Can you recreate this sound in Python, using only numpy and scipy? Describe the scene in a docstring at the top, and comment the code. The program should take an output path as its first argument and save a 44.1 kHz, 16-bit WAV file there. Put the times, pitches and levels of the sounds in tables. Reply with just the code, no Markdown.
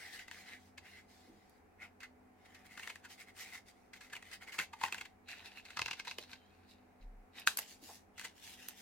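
"""Scissors cut slowly through a flattened cardboard tube, heard close by above a table in a small quiet room.
Breaking fibres excite the card's resonances in short snaps; one loud snap frees the piece.
Fingers and blades rub in dense streams of tiny clicks, shaped by strokes, with sudden short skids.
Steel ticks ring at the blades' modes, a squeak and a deep wobble are unsteady sines, knocks are dull puffs.
Reflections and a diffuse tail make the room; coloured noise and wavering sines make the air and faint hum."""
import sys
import numpy as np
from scipy import signal
from scipy.fft import rfft, irfft, next_fast_len
from scipy.io import wavfile
from scipy.ndimage import uniform_filter1d

SR = 44100
rng = np.random.default_rng(int(sys.argv[2]) if len(sys.argv) > 2 else 0)


def to_wav(s):
    """Save 16-bit WAV."""
    ch = np.atleast_2d(s).T  # columns
    pcm = np.round(np.clip(ch, -1, 1) * 32767)  # PCM
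    wavfile.write(sys.argv[1], SR, pcm.astype(np.int16))


N = 388521
TIME = np.arange(N) / SR  # seconds
SPAN = 8192  # samples in which a short sound is made
LOCAL_MS = (np.arange(SPAN) - SPAN // 2) / SR * 1000  # time from the middle of that span
DEEP_S = 5.2  # from here on the blades are wedged deep in the cut


def from_db(db):
    """Level law: decibels become an amplitude gain."""
    return 10 ** (np.asarray(db) / 20)


def rms_one(x):
    """Normalisation to a root mean square of 1."""
    return x / np.sqrt(np.mean(x ** 2) + 1e-20)


def unit_burst(x):
    """Energy normalisation: a short sound gets the energy of 4 ms at rms 1."""
    return rms_one(x) * np.sqrt(.004 * SR / x.shape[-1])


def at_hz(points, size):
    """Interpolation on a logarithmic pitch axis: a (Hz, value) table read at the bins of a transform."""
    hz, value = np.transpose(points)
    bins_hz = np.arange(size // 2 + 1) * SR / size
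    return np.interp(np.log(bins_hz + 1), np.log(hz), value)


def coloured(x, spectrum):
    """Linear filtering: each frequency is scaled by a (Hz, dB) table."""
    size = next_fast_len(x.shape[-1])
    return irfft(rfft(x, size) * from_db(at_hz(spectrum, size)), size)[..., :x.shape[-1]]


def paired(two, likeness):
    """Partial coherence: a shared and an opposed noise mix into left and right of given correlation."""
    size = next_fast_len(two.shape[-1])
    mid, side = rfft(two, size)
    alike = np.clip(at_hz(likeness, size), -1, 1)
    shared = np.sqrt(1 + alike) * mid
    opposed = np.sqrt(1 - alike) * side * [[1], [-1]]
    return irfft(shared + opposed, size)[:, :two.shape[-1]]


def band(x, low_hz, high_hz, order=2):
    """Band limiting by a Butterworth filter."""
    edges_hz = [low_hz, min(high_hz, .45 * SR)]
    return signal.sosfilt(signal.butter(order, edges_hz, "band", fs=SR, output="sos"), x)


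def resonate(x, hz, width_hz):
    """Damped resonance: a pole pair whose radius sets the bandwidth, gain 1 on top."""
    r = np.exp(-np.pi * width_hz / SR)
    zeros = np.array([1, 0, -1]) * (1 - r * r) / 2
    poles = [1, -2 * r * np.cos(2 * np.pi * hz / SR), r * r]
    return signal.lfilter(zeros, poles, x + 1e-18)


def body(x, modes):
    """Modal superposition: resonances in parallel, signs alternating."""
    return sum((-1) ** k * from_db(db) * resonate(x, hz, width)
               for k, (hz, width, db) in enumerate(modes))


def grains(size, spread_db):
    """Random excitation: two unrelated streams of tiny fibre clicks of uneven size."""
    unevenness = np.minimum(rng.exponential(1, (2, size)), 5)
    return rng.standard_normal((2, size)) * from_db(spread_db * unevenness)


def swell(rise_ms, fall_ms):
    """Exponential growth to a peak in the middle of the span, then decay, by two time constants."""
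    return np.exp(np.minimum(LOCAL_MS / rise_ms, -LOCAL_MS / fall_ms))


def evened(x, smooth_hz=700):
    """Spectral whitening: a burst divided by its own smoothed magnitude has an even broad colour."""
    spectrum = rfft(x)
    power = uniform_filter1d(np.abs(spectrum) ** 2, max(3, int(smooth_hz * SPAN / SR)))
    return irfft(spectrum / np.sqrt(power + 1e-18))


def add(out, s, sound):
    """Superposition of a short sound centred on time s."""
    start = round(s * SR) - SPAN // 2
    out[:, start:start + SPAN] += sound[..., :N - start]


def tone(curve, jitter):
    """Frequency modulation: a sine follows a (s, Hz, dB rms) curve with random relative jitter."""
    s, hz, db = np.transpose(curve)
    pitch = np.interp(TIME, s, hz) * (1 + jitter * rms_one(band(rng.standard_normal(N), 20, 300)))
    sine = np.sqrt(2) * np.sin(2 * np.pi * np.cumsum(pitch) / SR)
    return sine * np.interp(TIME, s, from_db(db), left=0, right=0)


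# Steady hum. Each row: frequency in Hz, level in dB rms.
HUM = [(82.8, -81), (89.7, -76), (199.5, -77), (251.3, -74.5), (427, -81.5), (750, -80)]
# Spectrum of still air. Each row: frequency in Hz, relative level in dB.
AIR_COLOUR = [(15, -28.5), (25, -13), (91, -8.5), (110, -18.5), (255, -9.5), (392, -11), (654, -15),
              (729, -8.5), (955, -16.5), (1090, -18), (1250, -19), (2330, -23), (3220, -37), (15800, -41.5)]
# Left-right likeness of the air. Each row: frequency in Hz, correlation.
AIR_LIKENESS = [(60, 0.54), (200, 0.61), (380, 0), (700, .2), (1300, 0), (15000, 0.013)]


def background(air_db=-66.5, waver=0.46):
    """Stationary noise for still air; narrow-band noise beating against steady sines for a wavering hum."""
    air = rms_one(coloured(paired(rng.standard_normal((2, N)), AIR_LIKENESS), AIR_COLOUR))
    hum = 0
    for hz, db in HUM:
        line = np.sqrt(2) * np.sin(2 * np.pi * (hz * TIME + rng.random()))
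        wander = rms_one(resonate(rng.standard_normal(N), hz, 4.0))
        hum = hum + from_db(db) * rms_one((1 - waver) * line + waver * wander)
    return from_db(air_db) * air + hum


# Table and nearby surfaces, left list then right. Each row: delay in ms, gain in dB.
ECHOES = [
    [(2.1, -22), (5.9, -10.5), (7.6, -31.5)],
    [(2.2, -23), (6.4, -29), (8.3, -9.5)],
]
# Strength of the diffuse tail. Each row: frequency in Hz, gain in dB.
ROOM_COLOUR = [(150, -22), (700, -2.5), (1500, -18.5), (3000, -8.5), (6000, -9), (15000, -17.5)]
# Left-right likeness of the tail, and of the rubbing below. Each row: frequency in Hz, correlation.
RUB_LIKENESS = [(700, 0.82), (2400, 0.75), (4400, 0), (8000, 0.012), (15000, 0.38)]


def room(x, build_ms=3.2, t60_s=0.19):
    """Convolution with an impulse response: a few near reflections, then a short diffuse tail."""
    t = TIME[:SR // 3]
    decay = from_db(-60 * t / t60_s) * (1 - np.exp(-(t * 1e3 / build_ms) ** 2))
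    tail = paired(rng.standard_normal((2, len(t))), RUB_LIKENESS) * decay
    response = coloured(rms_one(tail) / np.sqrt(len(t)), ROOM_COLOUR)
    for channel, echoes in enumerate(ECHOES):
        for ms, db in echoes:
            response[channel, round(ms * SR / 1000)] += from_db(db)
    return x + signal.fftconvolve(x, response, axes=1)[:, :N]


# A short deep wobble. Each row: time in seconds, pitch in Hz, level in dB rms.
WOBBLE = [(7.0, 33.2, -77), (7.07, 33, -47.5), (7.12, 33.7, -55), (7.2, 33.3, -56), (7.26, 32.6, -76)]


def wobble():
    """Frequency modulation of a very low sine."""
    return tone(WOBBLE, jitter=.03)


# Hands and card knock. Each row: peak in seconds, level in dB before room and placing,
# decay constant in ms, middle of the band in Hz.
KNOCKS = [(1.3, -49, 74, 266), (4.15, -65, 25, 200), (4.6, -55, 18, 90), (4.84, -78, 14, 90),
          (5.816, -44.5, 64, 78), (6.186, -44.5, 2.8, 380), (7.589, -40.5, 2.4, 790),
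          (7.83, -48.5, 18, 231), (7.895, -47, 14, 695)]


def knocks():
    """Soft impact: a long contact excites low frequencies only, a dull puff."""
    out = np.zeros((2, N))
    for s, level_db, ms, hz in KNOCKS:
        puff = band(rng.standard_normal(SPAN) * swell(ms / 2, ms), hz / 1.41, hz * 1.48)
        add(out, s, from_db(level_db) * unit_burst(puff))
    return out


# Steel touches steel. Each row: peak in seconds, level in dB before room and placing, decay constant in ms.
TICKS = [(1.497, -64, 1.4), (6.186, -48, 1.2), (7.398, -48.5, 1.7), (7.573, -29.5, 1.5), (7.59, -31, 1.1),
         (8.6865, -37, 0.87)]
# What the blades ring with. Each row: frequency in Hz, width in Hz, gain in dB.
STEEL_MODES = [(7150, 60, -3), (9200, 50, -3), (13300, 110, 4), (12700, 2200, 3.5)]


def ticks(contact_db=-7):
    """Modal excitation: a hard contact sets the blades ringing briefly."""
    out = np.zeros((2, N))
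    for s, level_db, ms in TICKS:
        touch = grains(SPAN, spread_db=0.5) * swell(1.1, ms)
        contact = from_db(contact_db) * band(touch, 600, 13000, order=1)
        add(out, s, from_db(level_db) * unit_burst(body(touch, STEEL_MODES) + contact))
    return out


# The blade squeaks in the cut. Each row: time in seconds, pitch in Hz, level in dB before room and placing.
SQUEAK = [(6.36, 3180, -98), (6.39, 3170, -77), (6.43, 3080, -74), (6.48, 3250, -82), (6.51, 3300, -84),
          (6.55, 3250, -100)]


def squeak():
    """Frequency modulation of a faint high sine."""
    return tone(SQUEAK, jitter=.012)


def shifting(x, depth_db=2.9):
    """Time-varying filtering: the travelling contact favours now these pitches, now those."""
    spectra = signal.stft(x, nperseg=1024)[2]
    chance = rng.standard_normal(spectra.shape[1:])
    favour = rms_one(uniform_filter1d(uniform_filter1d(chance, size=7, axis=0), size=5, axis=1))
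    return signal.istft(spectra * from_db(depth_db * favour))[1][:, :x.shape[-1]]


def crackle(size, per_s):
    """Poisson-like excitation: single fibres tear at random, each with a tick at one of nine pitches."""
    out = np.zeros(size)
    for hz in np.geomspace(1400, 6500, 9):
        torn = (rng.random(size) < per_s / 9 / SR) * rng.uniform(-1, 1, size)
        out += resonate(torn, hz, hz / 3)
    return rms_one(out)


def friction(course, colour, ring_hz, ring_db, rustle_db, hiss_db, catch_db, crackle_db, top_db):
    """Friction noise: dense clicks that catch unevenly, heard through the card and as surface hiss."""
    s, rustle, hiss = np.transpose(course)
    on = (TIME >= s[0]) & (TIME < s[-1])
    t = TIME[on]
    catching = from_db(catch_db * rms_one(band(rng.standard_normal(len(t)), 10, 250)))
    sliding = rms_one(paired(grains(len(t), spread_db=2.0), RUB_LIKENESS) * catching)
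    clicks = coloured(shifting(sliding) + from_db(crackle_db) * crackle(len(t), per_s=130), colour)
    card = band(clicks, 707, 2940, order=4)
    card = rms_one(card + from_db(ring_db) * resonate(card, ring_hz, 170))
    flex = from_db(-20) * rms_one(band(rng.standard_normal(len(t)), 170, 600))
    # the finest grain of the surface adds a sheen on top
    sheen = from_db(top_db) * resonate(clicks, 13000, 4000)
    surface = rms_one(band(clicks + sheen, 3350, 20000, order=4))
    out = np.zeros((2, N))
    out[:, on] = (card + flex) * from_db(np.interp(t, s, rustle) + rustle_db)
    out[:, on] += surface * from_db(np.interp(t, s, hiss) + hiss_db)
    return out


def strokes(rows, shape):
    """Power addition: strokes of one shape sum to a course of (s, card rustle dB, surface hiss dB)."""
    t = np.arange(rows[0][0] - .2, rows[-1][0] + .5, .002)
    rustle = sum((from_db(db) * shape(t, s, length)) ** 2 for s, length, db, _ in rows)
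    hiss = sum((from_db(db + hiss_db) * shape(t, s, length)) ** 2 for s, length, db, hiss_db in rows)
    return np.transpose([t, 10 * np.log10(rustle + 1e-20), 10 * np.log10(hiss + 1e-20)])


def before_and_after(rows, shape, change_s):
    """Partition in time: courses of the strokes before and after the card changes its sound."""
    before = [row for row in rows if row[0] < change_s]
    after = [row for row in rows if row[0] >= change_s]
    return strokes(before, shape), strokes(after, shape)


SLIDE_ATTACK_S, SLIDE_RELEASE_S, SLIDE_SAG_DB_PER_S = 0.019, 0.027, 14  # first two are time constants


def slide_shape(t, start_s, length_s):
    """Exponential attack, a hold that slowly weakens, exponential release."""
    age = t - start_s
    attack = np.minimum(age, 0) / SLIDE_ATTACK_S
    release = np.maximum(age - length_s, 0) / SLIDE_RELEASE_S
    return np.exp(attack - release) * from_db(-SLIDE_SAG_DB_PER_S * np.clip(age, 0, length_s))


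# Fingers slide over the card. Each row: start in seconds, length of the hold in seconds,
# card rustle in dB before trims, hiss in dB relative to it.
SLIDES = [(0.0, 0.085, -51.5, -4), (0.13, .035, -50.5, -2.5), (0.2, 0.019, -53.5, -6.5),
          (0.325, 0.095, -53, -5), (0.468, 0.079, -53, -7), (0.6, 0.083, -77.5, 8.5), (0.855, .14, -58, -6),
          (1.1, 0.19, -72, 4.5), (1.33, 0.25, -76.5, 1.5), (7.6, .025, -53, 0.5), (7.69, 0.039, -59, 4),
          (7.84, 0.12, -63.5, 9), (8.2, 0.073, -54.5, -4), (8.37, .04, -65.5, 2), (8.44, 0.099, -54, 0.5),
          (8.595, .12, -56.5, -2), (8.775, .035, -61.5, 4)]
# Colour while the tube is whole, and once the piece is free. Each row: frequency in Hz, relative gain in dB.
TURNING_COLOUR = [(410, -36), (700, -16), (852, -17), (922, -23), (1280, -19.5), (2080, -3.5), (2430, -13),
                  (3500, -13.5), (3840, -11), (5060, -13), (12600, -23), (16000, -25)]
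PARTING_COLOUR = [(530, -33), (900, -13), (1120, -27), (1640, -6.5), (2500, -7.5), (2730, -4.5), (3730, -2),
                  (6030, -1.5), (12300, -9.5), (16000, -12.5)]


def finger_slides():
    """Sliding friction of skin on card, with another colour once the piece is free."""
    turning, parting = before_and_after(SLIDES, slide_shape, LAST_SNAP[0])
    return (friction(turning, TURNING_COLOUR, ring_hz=2030, ring_db=-6, rustle_db=0.5, hiss_db=-0.5,
                     catch_db=0.0, crackle_db=-15.5, top_db=-18)
            + friction(parting, PARTING_COLOUR, ring_hz=1900, ring_db=-17.5, rustle_db=-2.0, hiss_db=-1.0,
                       catch_db=2.5, crackle_db=-18.5, top_db=-6))


SQUEEZE_EDGE_DB, SQUEEZE_RISE, SQUEEZE_FALL = 7, 2.06, 1.68  # dB down at both ends; powers of the curves


def squeeze_shape(t, middle_s, length_s):
    """Power-law level curve: the blades speed up and slow down again."""
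    away = 2 * (t - middle_s) / length_s
    power = np.where(away < 0, SQUEEZE_RISE, SQUEEZE_FALL)
    return from_db(-SQUEEZE_EDGE_DB * np.abs(away) ** power)


# Each squeeze drives the blades a little way on. Each row: middle in seconds, length in seconds,
# card rustle in dB before trims, hiss in dB relative to it.
SQUEEZES = [(1.835, 0.053, -49.5, -13.5), (2.04, 0.037, -53, -13), (2.46, 0.022, -61, -6),
            (2.56, 0.25, -65.5, -5.5), (2.665, 0.029, -61.5, -1.5), (2.73, 0.053, -56.5, -5.5),
            (2.855, 0.16, -54.5, -3.5), (3.12, 0.05, -58, 3), (3.21, 0.047, -53, -3),
            (3.29, 0.039, -57, -8), (3.41, 0.069, -51, 2.5), (3.485, 0.098, -56, -3),
            (3.55, 0.061, -51.5, -2), (3.688, 0.04, -60.5, -1), (3.78, 0.21, -79.5, 2),
            (3.968, 0.029, -60, -1), (4.045, 0.077, -61.5, -2.5), (4.16, 0.063, -57, -7),
            (4.28, 0.1, -58, -6), (4.338, .04, -48, -3.5), (4.43, 0.032, -50.5, -7.5),
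            (4.488, 0.033, -49, -8.5), (4.548, .045, -48.5, -3.5), (4.62, 0.041, -44, -4),
            (4.765, .05, -68, -2), (4.845, 0.072, -48.5, -3.5), (4.965, .14, -56, -5),
            (5.315, 0.052, -48, -4.5), (5.38, 0.13, -55, -5), (5.467, .04, -49.5, -2),
            (5.525, .06, -60.5, -2), (5.58, 0.042, -53.5, -1), (5.71, .12, -58, -4), (5.86, 0.18, -58, 0),
            (5.99, 0.04, -57, 0), (6.1, 0.068, -58.5, 5), (6.21, .065, -62, 6), (6.32, 0.069, -58.5, 0),
            (6.55, 0.52, -75, -1.5), (6.71, 0.052, -73.5, 11.5), (7.025, .04, -73.5, 0),
            (7.39, 0.065, -50, -3.5)]
# Colour as the blades enter, and once wedged. Each row: frequency in Hz, relative gain in dB.
ENTERING_COLOUR = [(410, -42), (700, -10), (971, -17.5), (1580, -9), (1710, -9.5), (2080, 0), (2370, -9.5),
                   (2800, -13.5), (3110, -13), (8530, -20.5), (13300, -29), (16000, -30)]
WEDGED_COLOUR = [(410, -36), (700, -7.5), (1180, -14.5), (1540, -5), (2300, -7), (2590, -4), (3240, -12),
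                 (3940, -3.5), (4990, -13), (10900, -22), (13000, -20.5), (16000, -28.5)]


def blade_squeezes():
    """Sliding friction of steel in card, with another colour once the blades are wedged."""
    entering, wedged = before_and_after(SQUEEZES, squeeze_shape, DEEP_S)
    return (friction(entering, ENTERING_COLOUR, ring_hz=2140, ring_db=-19, rustle_db=0.0, hiss_db=0.0,
                     catch_db=2.0, crackle_db=-15.0, top_db=-1)
            + friction(wedged, WEDGED_COLOUR, ring_hz=2650, ring_db=-8.0, rustle_db=-1.0, hiss_db=-1.0,
                       catch_db=1.0, crackle_db=-7.5, top_db=-23.5))


# A blade or finger lets go. Each row: peak in seconds, level in dB before room and placing.
SKIDS = [(0.192, -44.5), (0.778, -50), (2.005, -48.5), (2.032, -44.5), (2.548, -50.5), (3.935, -44),
         (4.01, -46.5), (4.046, -54), (4.1, -53), (4.315, -46), (4.523, -43), (5.287, -45), (5.305, -46),
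         (5.653, -47), (5.704, -47), (6.05, -45), (8.18, -44)]
# Resonances of the flattened tube, also for the snaps. Each row: frequency in Hz, width in Hz, gain in dB.
CARD_MODES = [(1620, 150, -4), (2087, 67, 4), (2590, 170, -3.5), (3844, 84, -6.5), (4550, 300, -19.5)]
# Colour of breaking fibres, also for the snaps. Each row: frequency in Hz, relative gain in dB.
CRACK_COLOUR = [(2500, -28.5), (4300, 0.5), (5200, -2), (6700, 1), (8700, -3), (10500, -10.5), (12500, -7),
                (16000, -17)]


def skids(fall_ms=10.0, attack_ms=1.6, hiss_db=-14, broad_db=-13):
    """Stick-slip release: a sudden short scrape excites the card and runs out."""
    out = np.zeros((2, N))
    for s, level_db in SKIDS:
        scrape = paired(grains(SPAN, spread_db=3.0), RUB_LIKENESS) * swell(attack_ms, fall_ms)
        card = band(body(scrape, CARD_MODES) + from_db(broad_db) * scrape, 1000, 4800)
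        hiss = from_db(hiss_db) * coloured(scrape, CRACK_COLOUR)
        add(out, s, from_db(level_db) * unit_burst(card + hiss))
    return out


# The last strip parts. One row: time in seconds, level in dB before room and placing.
LAST_SNAP = (7.4738, -18)
# What the freed piece rings with. Each row: frequency in Hz, width in Hz, gain in dB.
PIECE_MODES = [(1225, 850, -5), (1580, 240, 4.5), (2590, 250, -2), (3920, 220, -5)]


def last_snap(crack_db=-8, tear_db=-14, thump_db=-27, bright_tail_db=-15, bright_tail_ms=30.0):
    """Impulse excitation: a tear runs into one clean break; the piece rings, a bright noisy tail dies away."""
    s, level_db = LAST_SNAP
    tear = evened(grains(SPAN, spread_db=0.5) * swell(2.6, 1.0))
    clean_break = unit_burst(1.0 * (LOCAL_MS == 0))
    push = clean_break + from_db(tear_db) * unit_burst(tear)
    piece = unit_burst(band(body(push, PIECE_MODES), 950, 5200, order=3))
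    thump = from_db(thump_db) * unit_burst(band(push, 60, 750))
    fibres = from_db(crack_db) * unit_burst(coloured(tear, CRACK_COLOUR))
    tail_noise = grains(SPAN, spread_db=1.5) * swell(1.0, bright_tail_ms)
    bright_tail = from_db(bright_tail_db) * unit_burst(band(tail_noise, 1200, 12000))
    out = np.zeros((2, N))
    add(out, s, from_db(level_db) * (piece + thump))
    add(out, s + 0.00076, from_db(level_db) * (fibres + bright_tail))
    return out


# The panel flexes more when the flap rings near its resonance: dB re the snap, extra dB in tune, octaves.
FLEX_DB, FLEX_IN_TUNE_DB, FLEX_REACH_OCT = -12.5, 15.5, 0.32
# A harder snap puts more into the card than into the crack: dB at the usual level, that level, dB per dB.
CRACK_DB, USUAL_SNAP_DB, CRACK_LOSS = -8, -37.5, 0.052
LOOSE_CRACK_DB = 5.5  # how much crisper the card cracks once the piece is free
WEDGED_CRACK_DB = 3  # gain of the crack while the card wraps the blades
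# Its duller colour meanwhile. Each row: frequency in Hz, relative gain in dB.
WEDGED_CRACK_COLOUR = [(2500, -38), (3900, 4.5), (5000, 4), (6200, 1), (7500, -4.5), (10500, -13),
                       (12500, -14), (16000, -22)]
# The card gives way. Each row: time in seconds, level in dB before room and placing,
# rise and decay constant in ms, flap pitch in Hz.
SNAPS = [(0.2829, -46, 2, 1990), (0.314, -42, 0.7, 1880), (0.7818, -45, 2.3, 2140),
         (2.7777, -42.5, 2.1, 1450), (2.7972, -42, 1.9, 1800), (2.8337, -43, 3.2, 2720),
         (2.8756, -38.5, 0.89, 1770), (2.9009, -38.5, 4.8, 2170), (2.958, -45.5, 1.6, 1760),
         (3.053, -44, 9, 1530), (4.1338, -38, 4.9, 1660), (4.1546, -43.5, 2.9, 2900),
         (4.1664, -42, 2, 2400), (4.227, -48.5, 1.2, 1900), (4.5903, -27.5, 3, 2190),
         (4.5995, -30.5, 2.3, 1620), (4.609, -37, 4.7, 1830), (4.736, -44.5, 3.3, 1040),
         (4.8147, -41, 2.1, 990), (4.838, -29, 2.2, 970), (4.852, -35.5, 3, 2660), (4.863, -41, 1.4, 1840),
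         (4.8834, -42, 2.6, 1640), (4.9258, -32, 1.1, 2650), (4.946, -36, 0.96, 1510),
         (4.9834, -41.5, 2.6, 2700), (5.013, -37.5, 1.7, 2110), (5.0569, -45.5, 3.1, 2040),
         (5.7729, -34, 3.1, 1290), (5.7934, -31, 1.7, 1250), (5.8188, -29.5, 1.3, 2660),
         (5.8614, -33.5, 1.1, 2700), (5.8832, -36.5, 2.6, 1310), (5.9124, -33, 2.1, 2740),
         (5.934, -38, 2.7, 2690), (5.999, -36.5, 2.7, 2180), (6.074, -42.5, 1.5, 900),
         (6.0806, -38, 3.1, 4000), (6.1133, -38, 2.2, 2550), (6.1856, -38, 1, 2940),
         (6.2382, -51, 1.9, 4140), (6.3339, -43.5, 1.7, 2180), (7.5882, -36, 1.8, 2070),
         (8.197, -42, 1, 2040), (8.2141, -45.5, 2, 1500), (8.251, -37.5, 7.4, 1990)]


def snaps(ring_width_hz=150, ring_db=5, broad_db=-12, panel_hz=1040, thump_db=-19, apart_db=-12):
    """Strain release: fibres break in a quick avalanche that excites the modes of the card."""
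    out = np.zeros((2, N))
    for s, level_db, ms, ring_hz in SNAPS:
        breaks = evened(grains(SPAN, spread_db=2.5) * swell(ms, ms))
        push = breaks[0] + from_db(apart_db) * breaks[1] * [[1], [-1]]
        # the free flap beside the blade adds a pitch of its own, set for each snap
        flap = from_db(ring_db) * resonate(push, ring_hz, ring_width_hz)
        card = unit_burst(band(body(push, CARD_MODES) + flap + from_db(broad_db) * push, 1290, 4540))
        # the whole panel flexes at its lowest resonance
        octaves_off = np.log2(ring_hz / panel_hz)
        flex_db = FLEX_DB + FLEX_IN_TUNE_DB * np.exp(-(octaves_off / FLEX_REACH_OCT) ** 2)
        panel = from_db(flex_db) * unit_burst(band(resonate(push, panel_hz, 300), 877, 1230))
        thump = from_db(thump_db) * unit_burst(band(push, 110, 610))
        crack_db = CRACK_DB - CRACK_LOSS * (level_db - USUAL_SNAP_DB)
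        colour = CRACK_COLOUR
        if s > LAST_SNAP[0]:
            crack_db += LOOSE_CRACK_DB
        elif DEEP_S < s < LAST_SNAP[0]:
            crack_db += WEDGED_CRACK_DB
            colour = WEDGED_CRACK_COLOUR
        fibres = from_db(crack_db) * unit_burst(coloured(paired(breaks, RUB_LIKENESS), colour))
        add(out, s - .0004, from_db(level_db) * (card + panel + thump + fibres))
    return out


def scene():
    """Interaural cues: card and scissors lie a little left, so the right hears them weaker and later."""
    rubs = finger_slides() + blade_squeezes()
    left, right = room(knocks() + ticks() + squeak() + skids() + rubs + last_snap() + snaps())
    near = np.array([from_db(-1.44) * left, from_db(-2.0) * np.roll(right, 2)])  # two samples later
    return near + wobble() + background()


CUTOFF_HZ = 16000


def record(dry):
    """Low-pass filtering: the top is cut steeply, forwards and backwards so that no phase shift is left."""
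    return signal.sosfiltfilt(signal.ellip(10, .05, 60, CUTOFF_HZ, fs=SR, output="sos"), dry)


dry = scene()
out = record(dry)
to_wav(out)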